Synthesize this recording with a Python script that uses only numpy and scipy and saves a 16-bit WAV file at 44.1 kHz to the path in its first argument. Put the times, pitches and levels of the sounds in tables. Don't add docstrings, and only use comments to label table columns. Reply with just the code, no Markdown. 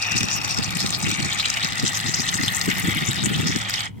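import sys
import numpy as np
from scipy import signal
from scipy.fft import rfft, irfft, next_fast_len
from scipy.io import wavfile
from scipy.ndimage import uniform_filter1d, map_coordinates

SR = 44100
rng = np.random.default_rng(int(sys.argv[2]) if len(sys.argv) > 2 else 0)


def store_pcm(level_fs):
    pcm = np.round(np.clip(level_fs, -1, 1) * 32767).astype(np.int16)
    wavfile.write(sys.argv[1], SR, np.atleast_2d(pcm).T)


N = 176400
CLOSE_S = 3.868

# time_s, body_db, treble_db, fizz_db
JET = [(0.0, -25, -35, -44.5), (1.02, -30.5, -30.5, -43.5), (1.08, -25.5, -28.5, -42.5),
       (1.19, -27, -31, -49.5), (2.22, -26.5, -32.5, -43.5), (2.81, -25, -36, -38.5),
       (3.57, -26, -36.5, -43), (3.66, -27, -34.5, -51), (3.75, -30, -28.5, -44), (3.85, -27.5, -35, -51)]


def hiss(gurgle_hz=1250, treble_hz=4300, fizz_hz=9200, close_db_per_s=755, fizzle_db=-32):
    t = np.arange(N) / SR
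    body_db, treble_db, fizz_db = curves(JET, t)
    shared_db = clogging()
    above = lambda hz, edge: 1 / np.sqrt(1 + (edge / (hz + 1)) ** 20)
    below = lambda hz, edge: 1 / np.sqrt(1 + (hz / edge) ** 20)
    body = outlet_cavity(jet_noise(lambda f: above(f, gurgle_hz) * below(f, treble_hz)))
    treble = outlet_cavity(jet_noise(lambda f: above(f, treble_hz) * below(f, fizz_hz)))
    fizz = outlet_cavity(jet_noise(lambda f: above(f, fizz_hz)))
    gurgle = jet_noise(lambda f: below(f, gurgle_hz))
    gurgle_db = -39.5 - 0.7 * (t - t.mean())
    jet = amp(gurgle_db) * gurgle * unit(amp(clogging()))
    jet += amp(body_db - 2.5) * body * unit(amp(shared_db))
    jet += amp(treble_db - 2.5) * treble * unit(amp(shared_db + 2.4 * clogging()))
    jet += amp(fizz_db - 5) * fizz * unit(amp(shared_db + 2 * clogging()))
    valve_db = np.maximum(-close_db_per_s * np.maximum(t - CLOSE_S, 0), fizzle_db)
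    return jet * amp(valve_db)


def clogging(surge_db=1.15, flutter_db=2.5):
    return surge_db * wobble(34.71) + flutter_db * wobble(260)


def jet_noise(colour, size=N):
    # frequency_hz, level_db
    nozzle = [(150, -12.5), (400, -15), (560, -13), (800, -3.5), (990, -12.5), (1200, -1.5), (1480, 3),
              (1700, 3.5), (2000, 1.5), (2500, 0.5), (3400, -3), (4500, -5), (5400, -3.5), (7000, -3.5),
              (8400, -4), (9300, -17.5), (11500, -16), (13000, -17.5), (15800, -18.5)]
    # frequency_hz, correlation
    coherence = [(400, 0.04), (700, 0.5), (1550, 0.88), (2500, 0.94), (5000, 0.18), (14000, -0.06)]
    # frequency_hz, left_minus_right_db
    balance = [(400, 4.5), (800, -0.5), (1100, 5.5), (1500, 0.5), (2100, 4), (3500, 2), (4900, 6),
               (5600, 4.5), (8000, 8.5), (14000, 6)]
    hz = np.fft.rfftfreq(size, 1 / SR)
    mid, side = rfft(rng.standard_normal((2, size))) * amp(along(nozzle, hz)) * colour(hz)
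    mix_angle = np.arccos(np.clip(along(coherence, hz), 0, 1)) / 2
    mid, side = mid * np.cos(mix_angle), side * np.sin(mix_angle)
    left_gain = amp(along(balance, hz) / 2)
    return unit(irfft(np.array([(mid + side) * left_gain, (mid - side) / left_gain]), size))


def outlet_cavity(x, width_oct=.115, patchy_db=3.5):
    # time_s, lower_hz, lower_db, upper_hz, upper_db
    resonances = [(0, 2600, 13.5, 5680, 15.5), (.55, 2540, 8, 5470, 14.5), (.75, 2320, 7, 3970, 5),
                  (1.6, 2360, 9.5, 3500, 3), (1.78, 1980, 4.5, 3666, 6), (2.6, 2030, 6.5, 3401, -2),
                  (2.9, 2105, 10, 3351, 8), (3.35, 2184, 1, 3440, 3.5), (3.85, 2120, 9.5, 3170, 11.5)]
    hz, t, spectrum = signal.stft(x, SR, nperseg=1024)
    patches = uniform_filter1d(rng.standard_normal(spectrum.shape), size=5, axis=0)
    patches = unit(uniform_filter1d(patches, size=7, axis=1))
    lower_hz, lower_db, upper_hz, upper_db = curves(resonances, t)
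    gain_db = patchy_db * patches + lower_db * bump(hz[:, None], lower_hz, width_oct)
    gain_db += upper_db * bump(hz[:, None], upper_hz, width_oct)
    return unit(signal.istft(spectrum * amp(gain_db), nperseg=1024)[1][:, :N])


def spits():
    # peak_s, relative_db, centre_hz
    gas_pockets = [(0.12, -12.5, 5200), (0.165, -14.5, 4700), (0.18, -10.5, 6140), (0.209, -11, 3020),
                   (0.232, -10.5, 5170), (0.448, -12.5, 5080), (0.286, -16, 4264), (0.575, -15, 5430),
                   (0.636, -15, 4400), (0.805, -12, 5015), (0.863, -11, 4050), (0.905, -14.5, 6900),
                   (0.943, -24, 4110), (1.114, -14, 3940), (1.347, -17, 7510), (1.398, -12, 3726),
                   (1.457, -10, 4145), (1.502, -8, 5600), (1.571, -13.5, 2570), (1.647, -10, 4830),
                   (1.723, -16.5, 4030), (1.799, -13, 4700), (1.865, -15.5, 5600), (1.881, -13.5, 5565),
                   (1.973, -11.5, 6200), (2.002, -14.5, 4020), (2.063, -17, 3928), (2.291, -12.5, 5280),
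                   (2.342, -11.5, 6370), (2.435, -13.5, 4760), (2.614, -9.5, 4660), (2.702, -16.5, 5500),
                   (3.259, -8, 7495), (3.472, -11.5, 4985), (3.484, -14, 5100), (3.561, -12, 4690),
                   (3.697, -14, 12790), (3.74, -11, 4870), (3.806, -14.5, 4087)]
    out = np.zeros((2, N))
    for peak_s, db, hz in gas_pockets:
        add_burst(out, peak_s, db - 5, pocket_noise(hz, focus_db=12), width_s=.0032)
    return out


def pocket_noise(centre_hz, focus_db):
    return jet_noise(lambda f: amp(focus_db * bump(f, centre_hz, octaves=.3)), size=2048)


def squelches(gap_s=.004, fade_db=44, rise_oct=.31):
    # peak_s, relative_db, centre_hz, half_length_s
    plugs = [(0.026, -26, 5000, 0.028), (0.174, -23, 5550, 0.032), (.365, -33.5, 12400, 0.024),
             (0.334, -25, 5940, 0.049), (0.453, -30, 5730, 0.023), (0.514, -28, 4840, 0.056),
             (0.647, -23, 5330, 0.013), (0.812, -27, 4950, 0.067), (0.941, -24, 4290, 0.042),
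             (1.063, -24.5, 2805, 0.031), (1.1, -43, 12990, 0.041), (1.202, -22.5, 2828, 0.0082),
             (1.32, -26, 3533, 0.041), (1.399, -23.5, 3890, 0.04), (1.449, -24, 3043, 0.035),
             (1.576, -28, 2550, 0.023), (1.63, -26.5, 3538, 0.049), (1.799, -26, 5074, .02),
             (1.872, -26.5, 3580, 0.042), (1.875, -25.5, 6700, 0.046), (1.956, -28, 6400, 0.049),
             (2.09, -26.5, 6100, 0.056), (2.146, -20, 5480, 0.018), (2.196, -27.5, 5613, 0.087),
             (2.289, -24, 3727, 0.027), (2.354, -28.5, 7190, 0.042), (2.452, -29.5, 4717, 0.05),
             (2.487, -19.5, 3248, 0.015), (2.56, -23.5, 7500, 0.037), (2.713, -25.5, 3280, 0.021),
             (2.799, -23.5, 13100, 0.0047), (1.976, -38.5, 11960, 0.043), (2.983, -22, 3266, 0.015),
             (3.079, -28, 7200, 0.063), (3.113, -25.5, 3520, 0.023), (3.196, -28, 3575, 0.058),
             (3.247, -25, 7390, 0.017), (3.349, -26, 3400, 0.029), (3.495, -30, 5480, 0.094),
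             (3.739, -29.5, 4940, 0.016), (3.778, -23.5, 3150, 0.019)]
    out = np.zeros((2, N))
    for peak_s, db, hz, half_length_s in plugs:
        draws = np.clip(rng.standard_normal(size=(64, 3)), -2, 2)
        offsets_s = np.arange(-half_length_s, half_length_s, gap_s)
        for offset_s, (louder, higher, later) in zip(offsets_s, draws):
            progress = offset_s / half_length_s
            level_db = db + 4 - fade_db * progress ** 2 + 2.6 * louder
            pitch_hz = hz * 2 ** (rise_oct * progress + .1 * higher)
            pop_s = peak_s + offset_s + gap_s * later / np.pi
            add_burst(out, pop_s, level_db, pocket_noise(pitch_hz, focus_db=24.5), width_s=.0026)
    return out


def bubbles(per_s, band, gain_db, spread_db, centre_hz, scatter_oct, focus_db, width_s):
    out = np.zeros((2, N))
    times = rng.uniform(0, CLOSE_S, size=800)[:int(per_s * CLOSE_S)]
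    draws = np.clip(rng.standard_normal(size=(800, 3)), -2, 2)
    for peak_s, (louder, higher, longer) in zip(times, draws):
        level_db = curves(JET, peak_s)[band] + gain_db + np.clip(spread_db * louder, -10, 10)
        grain = pocket_noise(centre_hz * 2 ** (scatter_oct * higher), focus_db)
        add_burst(out, peak_s, level_db, grain, width_s * np.exp(0.53 * longer))
    return out


def whistle(peak_s=2.68, width_s=.33, level_db=-45, pitch_hz=13300, flutter_db=6):
    swell = np.exp(-((np.arange(N) / SR - peak_s) / width_s) ** 2)
    band = jet_noise(lambda f: bump(f, pitch_hz, octaves=.11))
    return amp(level_db) * swell * unit(band * amp(flutter_db * wobble(300)))


def sway(x):
    # time_s, left_minus_right_db, place (0 ahead, 1 aside)
    path = [(0, -0.6, 0.028), (1.3, -1, 0.072), (1.75, -1, 1), (2.7, 0, 0.98), (3.2, 0, .8),
            (3.7, -3.5, 0.65)]
    # frequency_hz, can_ahead_rad, can_aside_rad
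    phase_lead = [(510, 0.28, 0.23), (1120, 1.24, 1.85), (1520, 3.1, 3.18), (1770, 4.27, 4.64),
                  (2124, 7.86, 8.05), (3170, 7.7, 5), (4320, 8.3, 8.8), (5450, 12.1, 13.2),
                  (7100, 17.1, 22.4), (15200, 23.8, 48.53)]
    balance_db, place = curves(path, np.arange(N) / SR)
    panned = foam_echo(x, place) * amp(np.array([balance_db, -balance_db]) / 2)
    hz, t, spectrum = signal.stft(panned, SR, nperseg=1024)
    ahead, aside = [along(np.array(phase_lead)[:, [0, k]], hz)[:, None] for k in (1, 2)]
    lead_rad = ahead + (aside - ahead) * curves(path, t)[1]
    half_turn = np.exp(.5j * lead_rad)
    return signal.istft(spectrum * np.array([half_turn, 1 / half_turn]), nperseg=1024)[1][:, :N]


def foam_echo(x, place, delay_s=.00095, swing_s=.00022, gain=.36, above_hz=3800):
    delays_s = [delay_s + swing_s * (place + wobble(2) / 2) for port in x]
    treble = signal.sosfilt(signal.butter(2, above_hz, 'high', fs=SR, output='sos'), x)
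    echo = [map_coordinates(port, [np.arange(N) - SR * lag]) for port, lag in zip(treble, delays_s)]
    return x + gain * np.array(echo)


def tub(x, t60_s=.1, tail_db=-10):
    t = np.arange(SR // 4) / SR
    tail = rng.standard_normal((2, len(t))) * amp(-60 * t / t60_s)
    tail /= np.linalg.norm(tail[0])
    return x + amp(tail_db) * signal.fftconvolve(x, tail, axes=1)[:, :N]


def stirred_air(puff_hz=164.6, brighten_oct_per_db=.015):
    # time_s, level_db
    draught = [(0, -45.5), (.14, -35.5), (1.28, -32.5), (1.45, -37.5), (2.4, -34.5), (3.45, -28.5),
               (3.7, -38.5)]
    # frequency_hz, level_db
    rumble = [(32, -62), (65, -8.5), (110, 2), (180, 2), (300, -9.5), (500, -22.5), (900, -46)]
    # peak_s, relative_db
    puffs = [(0.159, -19), (0.213, -21), (0.241, -20), (0.594, -17), (0.761, -22), (0.846, -19),
             (1.043, -20), (1.073, -20), (1.095, -19), (1.13, -24.5), (1.201, -19.5), (1.259, -21),
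             (1.647, -23.5), (1.841, -14), (2.063, -23.5), (2.094, -21), (2.198, -21), (2.355, -24),
             (2.403, -19), (2.44, -20), (2.686, -13.5), (2.849, -18), (2.886, -14), (2.965, -22),
             (3.029, -21), (3.093, -19.5), (3.188, -26.5), (3.243, -21.5), (3.271, -18), (3.315, -18),
             (3.361, -21.5), (3.398, -17), (3.436, -20), (3.461, -18.5), (3.5, -18.5), (3.563, -18)]
    level_db, = curves(draught, np.arange(N) / SR)
    gusts = amp(3.0 * np.array([wobble(40), wobble(40)]))
    out = amp(level_db) * unit(gusts * noise(lambda f: amp(along(rumble, f))))
    mean_db = np.mean(puffs, axis=0)[1]
    for peak_s, db in puffs:
        hz = puff_hz * 2 ** (brighten_oct_per_db * (db - mean_db))
        grain = noise(lambda f: bump(f, hz, octaves=.69), size=8192)
        add_burst(out, peak_s, db - 2.5, grain, width_s=.018, skew=1.03)
    return out


def room(noise_db=-45.5, hum_hz=107, hum_db=-43.5):
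    # frequency_hz, level_db
    ambience = [(25, -57), (60, -5), (120, -2), (250, -37), (600, -32), (930, -21), (1200, -35),
                (15000, -69)]
    phase = 2 * np.pi * hum_hz * np.arange(N) / SR + 0.6 * wobble(7)
    return amp(noise_db) * noise(lambda f: amp(along(ambience, f))) + amp(hum_db) * unit(np.sin(phase))


def add_burst(out, peak_s, level_db, grain, width_s, skew=1.5):
    size = grain.shape[1]
    t = (np.arange(size) - size // 2) / SR
    steepness = np.sqrt(2) * np.where(t < 0, 1 + skew ** 2, 1 + skew ** -2)
    envelope = 1 / np.cosh(np.minimum(np.abs(t) / width_s * steepness, 20))
    burst = grain * envelope
    burst *= amp(level_db) * np.sqrt(2 * np.sum(envelope ** 2) / np.sum(burst ** 2))
    at = round(peak_s * SR) - size // 2 + np.arange(size)
    inside = (at >= 0) & (at < N)
    out[:, at[inside]] += burst[:, inside]


def noise(colour, size=N):
    white = rfft(rng.standard_normal((2, size)))
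    return unit(irfft(white * colour(np.fft.rfftfreq(size, 1 / SR)), size))


def wobble(knots_per_s):
    knots = np.clip(rng.standard_normal(int(N * knots_per_s / SR) + 4), -2, 2)
    return map_coordinates(knots, [np.arange(N) * knots_per_s / SR])


def bump(hz, centre_hz, octaves):
    return np.exp(-.5 * (np.log2((hz + 1) / centre_hz) / octaves) ** 2)


def along(points, hz):
    knots_hz, values = np.transpose(points)
    return np.interp(np.log(hz + 1), np.log(knots_hz + 1), values)


def curves(rows, t):
    times, *columns = np.transpose(rows)
    return [np.interp(t, times, column) for column in columns]


def amp(db):
    return 10 ** (np.asarray(db) / 20)


def unit(x):
    return x / np.sqrt(np.mean(x ** 2) + 1e-20)


def scene():
    sputter = bubbles(per_s=160, band=1, gain_db=3, spread_db=4,
                      centre_hz=4740, scatter_oct=.51, focus_db=19, width_s=.0017)
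    crackle = bubbles(per_s=110, band=2, gain_db=8.5, spread_db=10.5,
                      centre_hz=11200, scatter_oct=.28, focus_db=15.5, width_s=.00094)
    spray = hiss() + spits() + squelches() + whistle() + sputter + crackle
    return tub(sway(spray)) + stirred_air() + room()


def record(dry):
    top_hz = 16100
    size = next_fast_len(N + SR // 2)
    passband = np.fft.rfftfreq(size, 1 / SR) < top_hz
    return irfft(rfft(dry, size) * passband, size)[:, :N]


dry = scene()
out = record(dry)
store_pcm(out)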